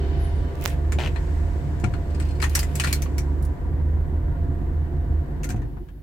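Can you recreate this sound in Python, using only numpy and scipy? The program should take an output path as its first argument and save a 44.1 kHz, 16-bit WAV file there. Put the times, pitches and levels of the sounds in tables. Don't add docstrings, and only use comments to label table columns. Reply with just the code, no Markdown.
import sys
import numpy as np
from scipy import signal
from scipy.fft import rfft, irfft
from scipy.io import wavfile

SR = 44100
rng = np.random.default_rng(int(sys.argv[2]) if len(sys.argv) > 2 else 0)


def output_pcm(signal):
    pcm = np.clip(np.atleast_2d(signal).T, -1, 1) * 32767
    wavfile.write(sys.argv[1], SR, np.round(pcm).astype(np.int16))


N = 265878
T = np.arange(N) / SR
HZ = np.fft.rfftfreq(N, 1 / SR)

# t/s, crankshaft rate/Hz
CRANK_SPEED = [(0.0, 24.2), (0.12, 24.1), (0.3, 25.4), (0.55, 25.4), (0.73, 24.1), (1.05, 25.3),
               (1.5, 25.5), (1.63, 24.3), (1.82, 26.3), (2.0, 26.0), (2.15, 24.9), (2.85, 24.6),
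               (3.18, 23.7), (3.56, 24.9), (4.45, 26.2), (5.12, 25.5), (5.5, 24.3), (6.03, 24.4)]
# t/s, length/s, sag of the boom/dB, sag of the second order/dB
MISFIRE_SAGS = [(0.43, 0.12, 1.5, -4.5), (0.537, 0.079, 10.5, 20), (0.646, 0.03, 28, 2),
                (1.036, 0.032, 11, 13), (1.21, 0.18, 5.5, -2), (1.502, 0.045, 7, -7), (1.616, 0.047, 2, 4),
                (1.797, 0.062, 5, 0), (1.908, 0.029, 30, 5), (2.048, 0.055, 15, 5), (2.77, 0.14, 2.5, 11),
                (3.106, 0.06, 4, 6), (3.573, 0.062, 26, 11), (4.08, 0.065, 7, -1), (4.234, .05, 6.5, -1),
                (4.355, .04, 13, 2), (4.47, 0.018, 15, 3), (4.62, 0.18, 5, 2.5), (4.896, 0.085, 7, 8),
                (5.062, 0.061, 13, -1), (5.256, 0.04, 32, 21)]
# t/s, lift/dB
JOLTS = [(5.595, 2.5), (5.655, 4.5), (5.73, 2), (5.82, 5.5)]
# f/Hz, level/dB
BODY_SPECTRUM = [(18, -38.5), (30, -17), (64, -1), (80, 0), (94, 2.5), (103, -13), (146, -13.5),
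                 (205, -21.5), (357, -24.5), (417, -31), (547, -43.5), (640, -42.5), (697, -33.5),
                 (770, -37.5), (900, -40.5), (1170, -74), (1980, -120)]
BODY_CEILING = [(30, -6.5), (90, -13), (140, -12.5), (900, -21.0)]
# f/Hz, width/Hz, gain/dB
PANEL_MODES = [(100, 9.6, 5), (140.86, 5.3, 10.5), (253.4, 9.2, 7.5), (287.3, 17, 9.5), (323, 12, 7),
               (356.8, 12, 11.5)]
# f/Hz, correlation
FIELD_CORRELATION = [(30, 1), (125, 1), (250, 0.67), (500, 0.58), (1000, 0.076), (2000, 0), (16000, 0)]
# f/Hz, left minus right/dB
FIELD_BALANCE = [(60, 8.5), (110, 2.5), (200, -4), (380, -3), (700, -4.5), (1290, 3), (2380, 3.5),
                 (4400, 0.5), (8120, -0.5), (15000, -4.5)]
# f/Hz, level/dB
ROAR_SPECTRUM = [(240, -26), (400, -4), (484, -0.5), (644, -12), (693, -4), (770, -15), (941, -7),
                 (1290, -18.5), (1450, -14.5), (1850, -16), (2440, -29.5), (4360, -38), (5000, -47.5),
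                 (6500, -85.5), (11000, -120)]
HISS_SPECTRUM = [(1000, -7.5), (2000, 9.5), (3200, -1), (4200, -1), (6000, -2), (7800, 1), (9500, -8.5),
                 (12000, -12), (16000, -16)]
WHIRR_SPECTRUM = [(900, -15.5), (1800, 1), (2500, -4.5), (3300, -11), (4500, -8), (6000, -15.5),
                  (9000, -35.5)]
FLOOR_SPECTRUM = [(100, -3.5), (5000, -7), (9000, -7), (12000, 2.5), (16000, -1.5)]
# t/s, hiss level/dB, relative whirr level/dB
VENT_LEVELS = [(0, -59, -52), (0.25, -59.5, -53), (0.85, -59, -66), (1.2, -53.5, -63.5), (2.05, -58.5, -62),
               (3.0, -56, -66), (3.7, -65.5, -73), (5.6, -67, -69.5), (6.03, -85, -75.5)]
# f/Hz, width/Hz, gain/dB
DUCT_MODES = [(2850, 110, 7.5), (3045, 38, 17), (3360, 63, 11), (3684, 100, 10.5), (4300, 150, 4)]
# t/s, gain/dB
FAN_GAIN = [(0, 6), (0.6, 3), (1.2, -4.5), (2.0, 1.5), (3.0, -0.5), (4.0, -2.5), (5.2, -6.5), (5.6, -10),
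            (6.03, -44)]
# multiple of the shaft rate, level/dB
FAN_HARMONICS = [(3, -52), (4, -47.5), (6, -56.5), (7, -50), (8, -61), (10, -59), (12, -61)]
# t/s, f/Hz, relative level/dB
SQUEAK_GLIDE = [(0.17, 10700, -78), (0.2, 11200, -63), (0.22, 11300, -65), (0.24, 10600, -60),
                (0.27, 10650, -64), (0.3, 10500, -76), (0.37, 9500, -70), (0.42, 8800, -84)]
# t/s, peak level/dB, left minus right/dB, tilt/(dB per octave)
SNAP_EVENTS = [(0.555, -27, -15, 7), (0.577, -41, -3, 14), (0.613, -17, -20, 13), (0.623, -16, -13, 16),
               (0.641, -4, -24, 19), (0.6543, -8, -17, 3), (0.6589, 3, -22, 0), (0.6695, -23, -3, 10),
               (0.677, -14, -7, 15), (0.686, -26, -2, 9), (0.697, -20, 2, 16)]
# peak t/s, level/dB, length/s
RUB_STROKES = [(0.662, -36.5, 0.24), (2.246, -51, 0.34), (2.434, -27, 0.045), (2.562, -40, 0.35),
               (2.866, -34.5, 0.35)]
# f/Hz, level/dB
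SNAP_SPECTRUM = [(100, 1), (600, 6), (1800, 6), (3000, 1), (4500, 0), (6500, -0.5), (8500, -10),
                 (16000, -17)]
RUB_SPECTRUM = [(400, 9), (1200, 8), (2500, 13), (4500, 2), (8000, -4), (11000, 0), (16000, -8)]
RASP_SPECTRUM = [(200, 3.5), (600, 6.5), (1200, -3), (2000, 0.5), (3000, 3.5), (4500, -7.5), (8000, -17.5),
                 (10000, -25), (16000, -29)]
KEY_SPECTRUM = [(500, -41), (2500, 12), (4000, 1), (6000, 3.5), (8500, -1), (11000, -21), (16000, -13)]
# t/s, relative level/dB, tilt/(dB per octave), low mode f/Hz, high mode f/Hz, left minus right/dB
CLICK_EVENTS = [(0.674, -30.5, -0.5, 1800, 8000, -14), (0.921, -21.5, 0.2, 2230, 7100, 3.5),
                (1.159, -32, -7, 1910, 4130, 13), (1.799, -39.5, 3.5, 1080, 6950, 11),
                (1.84, -22, -4, 1400, 2300, 7), (1.937, -32, -5, 1400, 4300, 9),
                (2.199, -28, 1.5, 1420, 8000, 9), (2.401, -27, -2, 2200, 4750, 5),
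                (2.418, -24, 3.5, 2570, 4960, 12), (2.425, -15, -1.5, 1300, 4260, 5.5),
                (2.439, -16, -1.5, 1890, 6500, 3.5), (2.461, -40, -9, 1540, 4550, 3),
                (2.495, -37, 10, 1120, 4000, 9), (2.551, -12, 7, 2036, 5850, 7),
                (2.554, -15, 7.5, 1670, 8180, 8), (2.573, -27, -5.5, 3320, 4800, 5),
                (2.591, -17.5, 7, 3050, 4800, 5), (2.629, -22.5, 2, 2000, 7400, 4.5),
                (2.754, -24, 8, 2200, 7800, 9.5), (2.798, -12, 1.5, 2550, 2980, 6.5),
                (2.837, -17.5, -2, 1980, 4340, 3), (2.844, -16.5, 0, 1410, 4500, 7),
                (2.872, -21, -0.5, 2350, 4500, 10), (2.927, -13.5, 6.5, 2290, 4260, 6),
                (3.02, -24, 6, 2300, 6060, 6.5), (3.058, -37.5, -8, 1130, 4530, 4),
                (3.181, -23, 5, 2250, 5710, 6), (3.424, -51, 16, 1820, 10600, 10),
                (3.45, -47, 13, 1140, 9860, 6), (5.432, -28.5, 1.5, 2220, 6310, 7),
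                (5.442, -26, 4.5, 2060, 6310, 7), (5.49, -29, 4.5, 1570, 7600, 11),
                (5.503, -26, 1.5, 1590, 6260, 2.5), (5.561, -42, -1.5, 1460, 6190, 8),
                (5.618, -43, -6.5, 1820, 6370, 7), (5.769, -56, -15, 774, 1530, 9),
                (5.886, -49, -5, 1700, 3200, 9.5)]
# lower f/Hz, upper f/Hz
CLICK_BAND_EDGES = [(500, 1300), (1300, 3500), (3500, 9000), (9000, 16000)]
# f/Hz, left minus right/dB
CLICK_BALANCE = [(500, -11.5), (1300, -0.5), (3000, 0), (8000, -6.5), (13000, -10.5)]
# f/Hz, width/Hz, gain/dB
PLASTIC_MODES = [(935, 490, 8.5), (1420, 37, 4), (1800, 280, 5), (2545, 900, 5.5), (3340, 1800, -6.5),
                 (4280, 220, 3), (6020, 500, 0.5), (6950, 300, 1), (8050, 5400, 1.5), (12200, 800, 5),
                 (15900, 4000, -3)]
# t/s, level/dB, slip rate/Hz
SLIDE = [(0.987, -30, 122), (1.02, -32, 130), (1.04, -31.5, 85), (1.076, -32, 70), (1.095, -42, 23)]
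# t/s, level/dB
THUMP_EVENTS = [(1.838, -22), (4.616, -35.5), (5.497, -29.5), (5.545, -27), (5.769, -44)]
# f/Hz, gain/dB, T60/s
TRIM_RESONANCES = [(114, 5.5, 0.32), (205, 3.5, 0.068), (327, 0.5, 0.043), (547, -21, 0.12),
                   (719, -10, 0.13)]
# t/s, level/dB
KEY_CONTACTS = [(2.104, -57), (2.146, -49.5), (2.199, -52), (2.222, -49), (2.253, -54), (2.287, -51.5),
                (2.307, -51.5), (2.352, -56)]
# f/Hz, width/Hz, gain/dB
METAL_MODES = [(4260, 76, 22), (4890, 240, 14.5), (7300, 110, 8), (8400, 810, 10), (9400, 300, 3)]
# t/s, length/s, f/Hz, level/dB
WHINE_EVENTS = [(4.29, .09, 942, -50), (4.28, .11, 1420, -55), (5.44, .1, 1420, -49)]


def amp(db):
    return 10 ** (np.asarray(db) / 20)


def unit_rms(x):
    return x / np.sqrt(np.mean(x ** 2) + 1e-20)


def curves(rows):
    times, *columns = np.transpose(rows)
    return [np.interp(T, times, column) for column in columns]


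def spectrum(points, hz=HZ):
    f, value = np.transpose(points)
    return np.interp(np.log(hz + 1), np.log(f + 1), value)


def resonances(modes, hz=HZ):
    return sum(db / (1 + (2 * (hz - centre) / width) ** 2) for centre, width, db in modes)


def colour(x, db):
    size = x.shape[-1]
    cepstrum = irfft(db * np.log(10) / 20, size)
    cepstrum[1:size // 2] *= 2
    cepstrum[size // 2 + 1:] = 0
    return irfft(rfft(x) * np.exp(rfft(cepstrum)), size)


def drift(rate_hz):
    return unit_rms(irfft(rfft(rng.standard_normal(N)) * np.exp(-(HZ / rate_hz) ** 2), N))


def bump(s, length):
    return np.exp2(-(2 * (T - s) / length) ** 2)


def pan(db):
    return amp(np.array([[db], [-db]]) / 2)


def add(mix, s, sound):
    part = mix[:, round(s * SR):][:, :sound.shape[1]]
    part += sound[:, :part.shape[1]]


def diffuse_noise():
    left, independent = rfft(rng.standard_normal((2, N)))
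    correlation = np.clip(spectrum(FIELD_CORRELATION), -1, 1)
    right = correlation * left + np.sqrt(1 - correlation ** 2) * independent
    balance_db = spectrum(FIELD_BALANCE)
    return irfft(np.array([left, right]) * amp(np.array([balance_db, -balance_db]) / 2), N)


def cabin(direct=0.98, early_t60=0.21, late_t60=0.32, late_db=-17):
    t = np.arange(SR // 4) / SR
    taps = rng.standard_normal((2, len(t))) * (rng.random((2, len(t))) < .25)
    echoes = taps * (amp(-60 * t / early_t60) + amp(late_db - 60 * t / late_t60))
    contact = (rng.standard_normal(len(t)) + .6 * rng.standard_normal((2, len(t)))) * np.exp(-t / .0017)
    path = echoes / np.linalg.norm(echoes[0]) + direct * contact / np.linalg.norm(contact[0])
    return path * (1 - np.exp(-t / 0.00043))


def scattered(x, paths=8):
    route = rng.integers(0, paths, N // 128 + 1).repeat(128)[:N]
    return sum(signal.oaconvolve((x * (route == k))[None], cabin(direct=0.49, early_t60=0.09), axes=1)
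               for k in range(paths))[:, :N]


def misfire_sag():
    return sum(db * bump(s, length) for s, length, db, _ in MISFIRE_SAGS)


def run_down(start_s=5.592, db_per_s=44, depth_db=12):
    return np.clip((T - start_s) * db_per_s, 0, depth_db)


def shudder(length_s=0.027):
    return sum(db * bump(s, length_s) for s, db in JOLTS)


def engine_orders(speed, turns, waver_db=1.53, waver_hz=6, stumble=0.83, falter_s=5.26):
    angle = 2 * np.pi * turns
    boom_sag = misfire_sag()
    second_sag = sum(db * bump(s, length) for s, length, _, db in MISFIRE_SAGS)
    falter_db = 11 * np.clip((T - falter_s) / .05, 0, 1)
    first_db = -35 + 7 * (speed - 26.1)
    second_db = -30.5 - second_sag + waver_db * drift(waver_hz)
    boom_db = -23.5 - boom_sag - falter_db + waver_db * drift(waver_hz)
    shake = amp(first_db) * np.sin(angle) + amp(second_db) * np.sin(2 * angle)
    boom = -amp(boom_db) * np.sin(3 * angle)
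    sixth = amp(-46.5 - boom_sag / 2) * np.sin(6 * angle)
    lope = np.zeros(N)
    for k in (3, 5, 7, 9):
        strength = amp(second_db - 12 - 0.57 * k) * (1 + stumble * drift(3.8))
        lope += strength * np.cos(k * angle / 2 + rng.uniform(0, 2 * np.pi))
    return np.sqrt(2) * (shake + boom + sixth + lope) * amp(shudder() - run_down()) * pan(-2.4)


def block_knock(turns, throb=0.15, uneven=0.67, knock_db=-8, ease_db_per_s=0.16):
    level_db = -30 + shudder() - 0.13 * misfire_sag() - ease_db_per_s * T + drift(12) - run_down()
    beats = np.diff(np.floor(3 * turns), prepend=0)
    firings = beats * (1 + uneven * rng.standard_normal(N))
    rumble = diffuse_noise() * (1 + throb * np.cos(2 * np.pi * turns))
    response_db = np.minimum(spectrum(BODY_SPECTRUM), spectrum(BODY_CEILING)) + resonances(PANEL_MODES)
    body = colour(unit_rms(rumble) + amp(knock_db) * unit_rms(firings), response_db)
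    return amp(level_db) * unit_rms(body)


def bay_roar(turns, throb=0.068, flutter_db=0.5, ease_db_per_s=0.74):
    level_db = -42 - ease_db_per_s * T - 1.2 * run_down()
    pulsing = 1 + throb * np.cos(2 * np.pi * turns)
    roar = unit_rms(colour(diffuse_noise() * pulsing, spectrum(ROAR_SPECTRUM)))
    return roar * amp(level_db + flutter_db * drift(30))


def vents():
    hiss_db, whirr_db = curves(VENT_LEVELS)
    hiss = unit_rms(colour(diffuse_noise(), spectrum(HISS_SPECTRUM)))
    whirr = unit_rms(colour(diffuse_noise(), spectrum(WHIRR_SPECTRUM) + resonances(DUCT_MODES)))
    return hiss * amp(hiss_db) + whirr * amp(whirr_db + 2.5)


def noise_floor(level_db=-67.5):
    return amp(level_db) * unit_rms(colour(rng.standard_normal((2, N)), spectrum(FLOOR_SPECTRUM)))


def fan(shaft_hz=98.1, waver=0.00511, flicker_db=3.36):
    gain_db, = curves(FAN_GAIN)
    angle = 2 * np.pi * np.cumsum(shaft_hz * (1 + waver * drift(4.69))) / SR
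    tones = sum(amp(db + flicker_db * drift(2.1)) * np.cos(k * angle + .5 * rng.standard_normal((2, 1)))
                for k, db in FAN_HARMONICS)
    return amp(gain_db) * tones


def squeak(gap_hz=1300, lower_db=-6, roughness=.012):
    hz, db = curves(SQUEAK_GLIDE)
    angle = 2 * np.pi * np.cumsum(hz * (1 + roughness * drift(1500))) / SR
    tones = np.sin(angle) + amp(lower_db) * np.sin(angle - 2 * np.pi * gap_hz * T)
    sounding = (T > SQUEAK_GLIDE[0][0]) & (T < SQUEAK_GLIDE[-1][0])
    return signal.fftconvolve((tones * amp(db + 7) * sounding)[None], cabin(), axes=1)[:, :N]


def snaps(echo=0.25):
    out = np.zeros((2, N))
    for s, db, side_db, tilt_db in SNAP_EVENTS:
        path = echo * cabin(direct=.1, early_t60=0.045)
        path[:, :1] += pan(side_db)
        bins = np.fft.rfftfreq(path.shape[1], 1 / SR)
        spike = colour(path, spectrum(SNAP_SPECTRUM, bins) + tilt_db * np.log2(1 + bins / 1000))
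        add(out, s, amp(db) * spike / abs(spike).max())
    return out


def rubbing(grains_per_s=1500, edge_drop_db=24.5):
    pressure = sum(amp(db - edge_drop_db * abs(T - s) / (length / 2)) for s, db, length in RUB_STROKES)
    impulses = (rng.random(N) < grains_per_s / SR) * rng.choice([-1, 1], N)
    grains = impulses * amp(4 * np.minimum(rng.exponential(1, N), 4))
    rub = unit_rms(colour(grains, spectrum(RUB_SPECTRUM))) * pressure
    return scattered(rub) * pan(2)


def clicks(band_levels_db=(-23, -14, -17, -29), unpitched_db=-8, pivot_hz=3370):
    out = np.zeros((2, N))
    filters = [signal.butter(3, band, "bandpass", fs=SR, output="sos") for band in CLICK_BAND_EDGES]
    for s, db, tilt_db, low_hz, high_hz, side_db in CLICK_EVENTS:
        path = cabin(direct=0.56, early_t60=0.1, late_t60=0.12, late_db=-14)
        bins = np.fft.rfftfreq(path.shape[1], 1 / SR)
        modes = sum(1 / (1 + 2j * (bins - hz) / width) for hz, width in ((low_hz, 90), (high_hz, 220)))
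        modes_db = 20 * np.log10(abs(amp(unpitched_db) + modes) + 1e-6)
        ring = colour(path, resonances(PLASTIC_MODES, bins) + modes_db)
        for sos, band, band_db in zip(filters, CLICK_BAND_EDGES, band_levels_db):
            part = signal.sosfilt(sos, ring)
            part /= np.std(part[:, :SR // 50])
            sides = pan(side_db + spectrum(CLICK_BALANCE, np.mean(band)))
            octaves = np.mean(np.log2(band)) - np.log2(pivot_hz)
            add(out, s, part * amp(db + band_db + tilt_db * octaves) * sides)
    return out


def rasp(slip_decay_s=.0013):
    level_db, slip_hz = curves(SLIDE)
    sliding = (T > SLIDE[0][0]) & (T < SLIDE[-1][0])
    since_slip = np.cumsum(slip_hz * sliding) / SR % 1 / slip_hz
    slips = (.22 + np.exp(-since_slip / slip_decay_s)) * rng.standard_normal(N) * sliding
    ring = colour(slips, spectrum(RASP_SPECTRUM) + .5 * resonances(PLASTIC_MODES))
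    direct = unit_rms(ring) * np.sqrt(sliding.mean()) * amp(level_db)
    return (.75 * direct + .6 * scattered(direct)) * pan(4)


def thumps(spread_db=2.5):
    out, t = np.zeros((2, N)), np.arange(SR // 3) / SR
    for s, db in THUMP_EVENTS:
        for hz, mode_db, t60 in TRIM_RESONANCES:
            envelope = amp(db + mode_db + spread_db * rng.standard_normal((2, 1)) - 60 * t / t60)
            add(out, s, envelope * np.sin(2 * np.pi * hz * t))
    return out + 0.5 * signal.fftconvolve(out, cabin(), axes=1)[:, :N]


def keys(scrape_t60=0.11):
    out, t = np.zeros((2, N)), np.arange(SR // 5) / SR
    bins = np.fft.rfftfreq(len(t), 1 / SR)
    for s, db in KEY_CONTACTS:
        scrape = rng.standard_normal((2, len(t))) ** 3 * amp(-60 * t / scrape_t60)
        ring = colour(scrape, spectrum(KEY_SPECTRUM, bins) + resonances(METAL_MODES, bins))
        add(out, s, amp(db) * ring / np.std(ring[:, :SR // 50]) * pan(4.1))
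    return out


def whines():
    out = np.zeros((2, N))
    for s, length, hz, db in WHINE_EVENTS:
        t = np.arange(0, length, 1 / SR)
        add(out, s, amp(db) * np.sin(2 * np.pi * hz * t) * np.sin(np.pi * t / length) * pan(2.9))
    return out


def scene():
    speed, = curves(CRANK_SPEED)
    turns = np.cumsum(speed) / SR
    engine = engine_orders(speed, turns) + block_knock(turns) + bay_roar(turns)
    background = engine + vents() + noise_floor() + fan()
    return background + squeak() + snaps() + rubbing() + clicks() + rasp() + thumps() + keys() + whines()


def record(dry):
    low_pass = signal.firwin(401, 16200, window=("kaiser", 9), fs=SR)
    return signal.oaconvolve(dry, low_pass[None], "same")


dry = scene()
out = record(dry)
output_pcm(out)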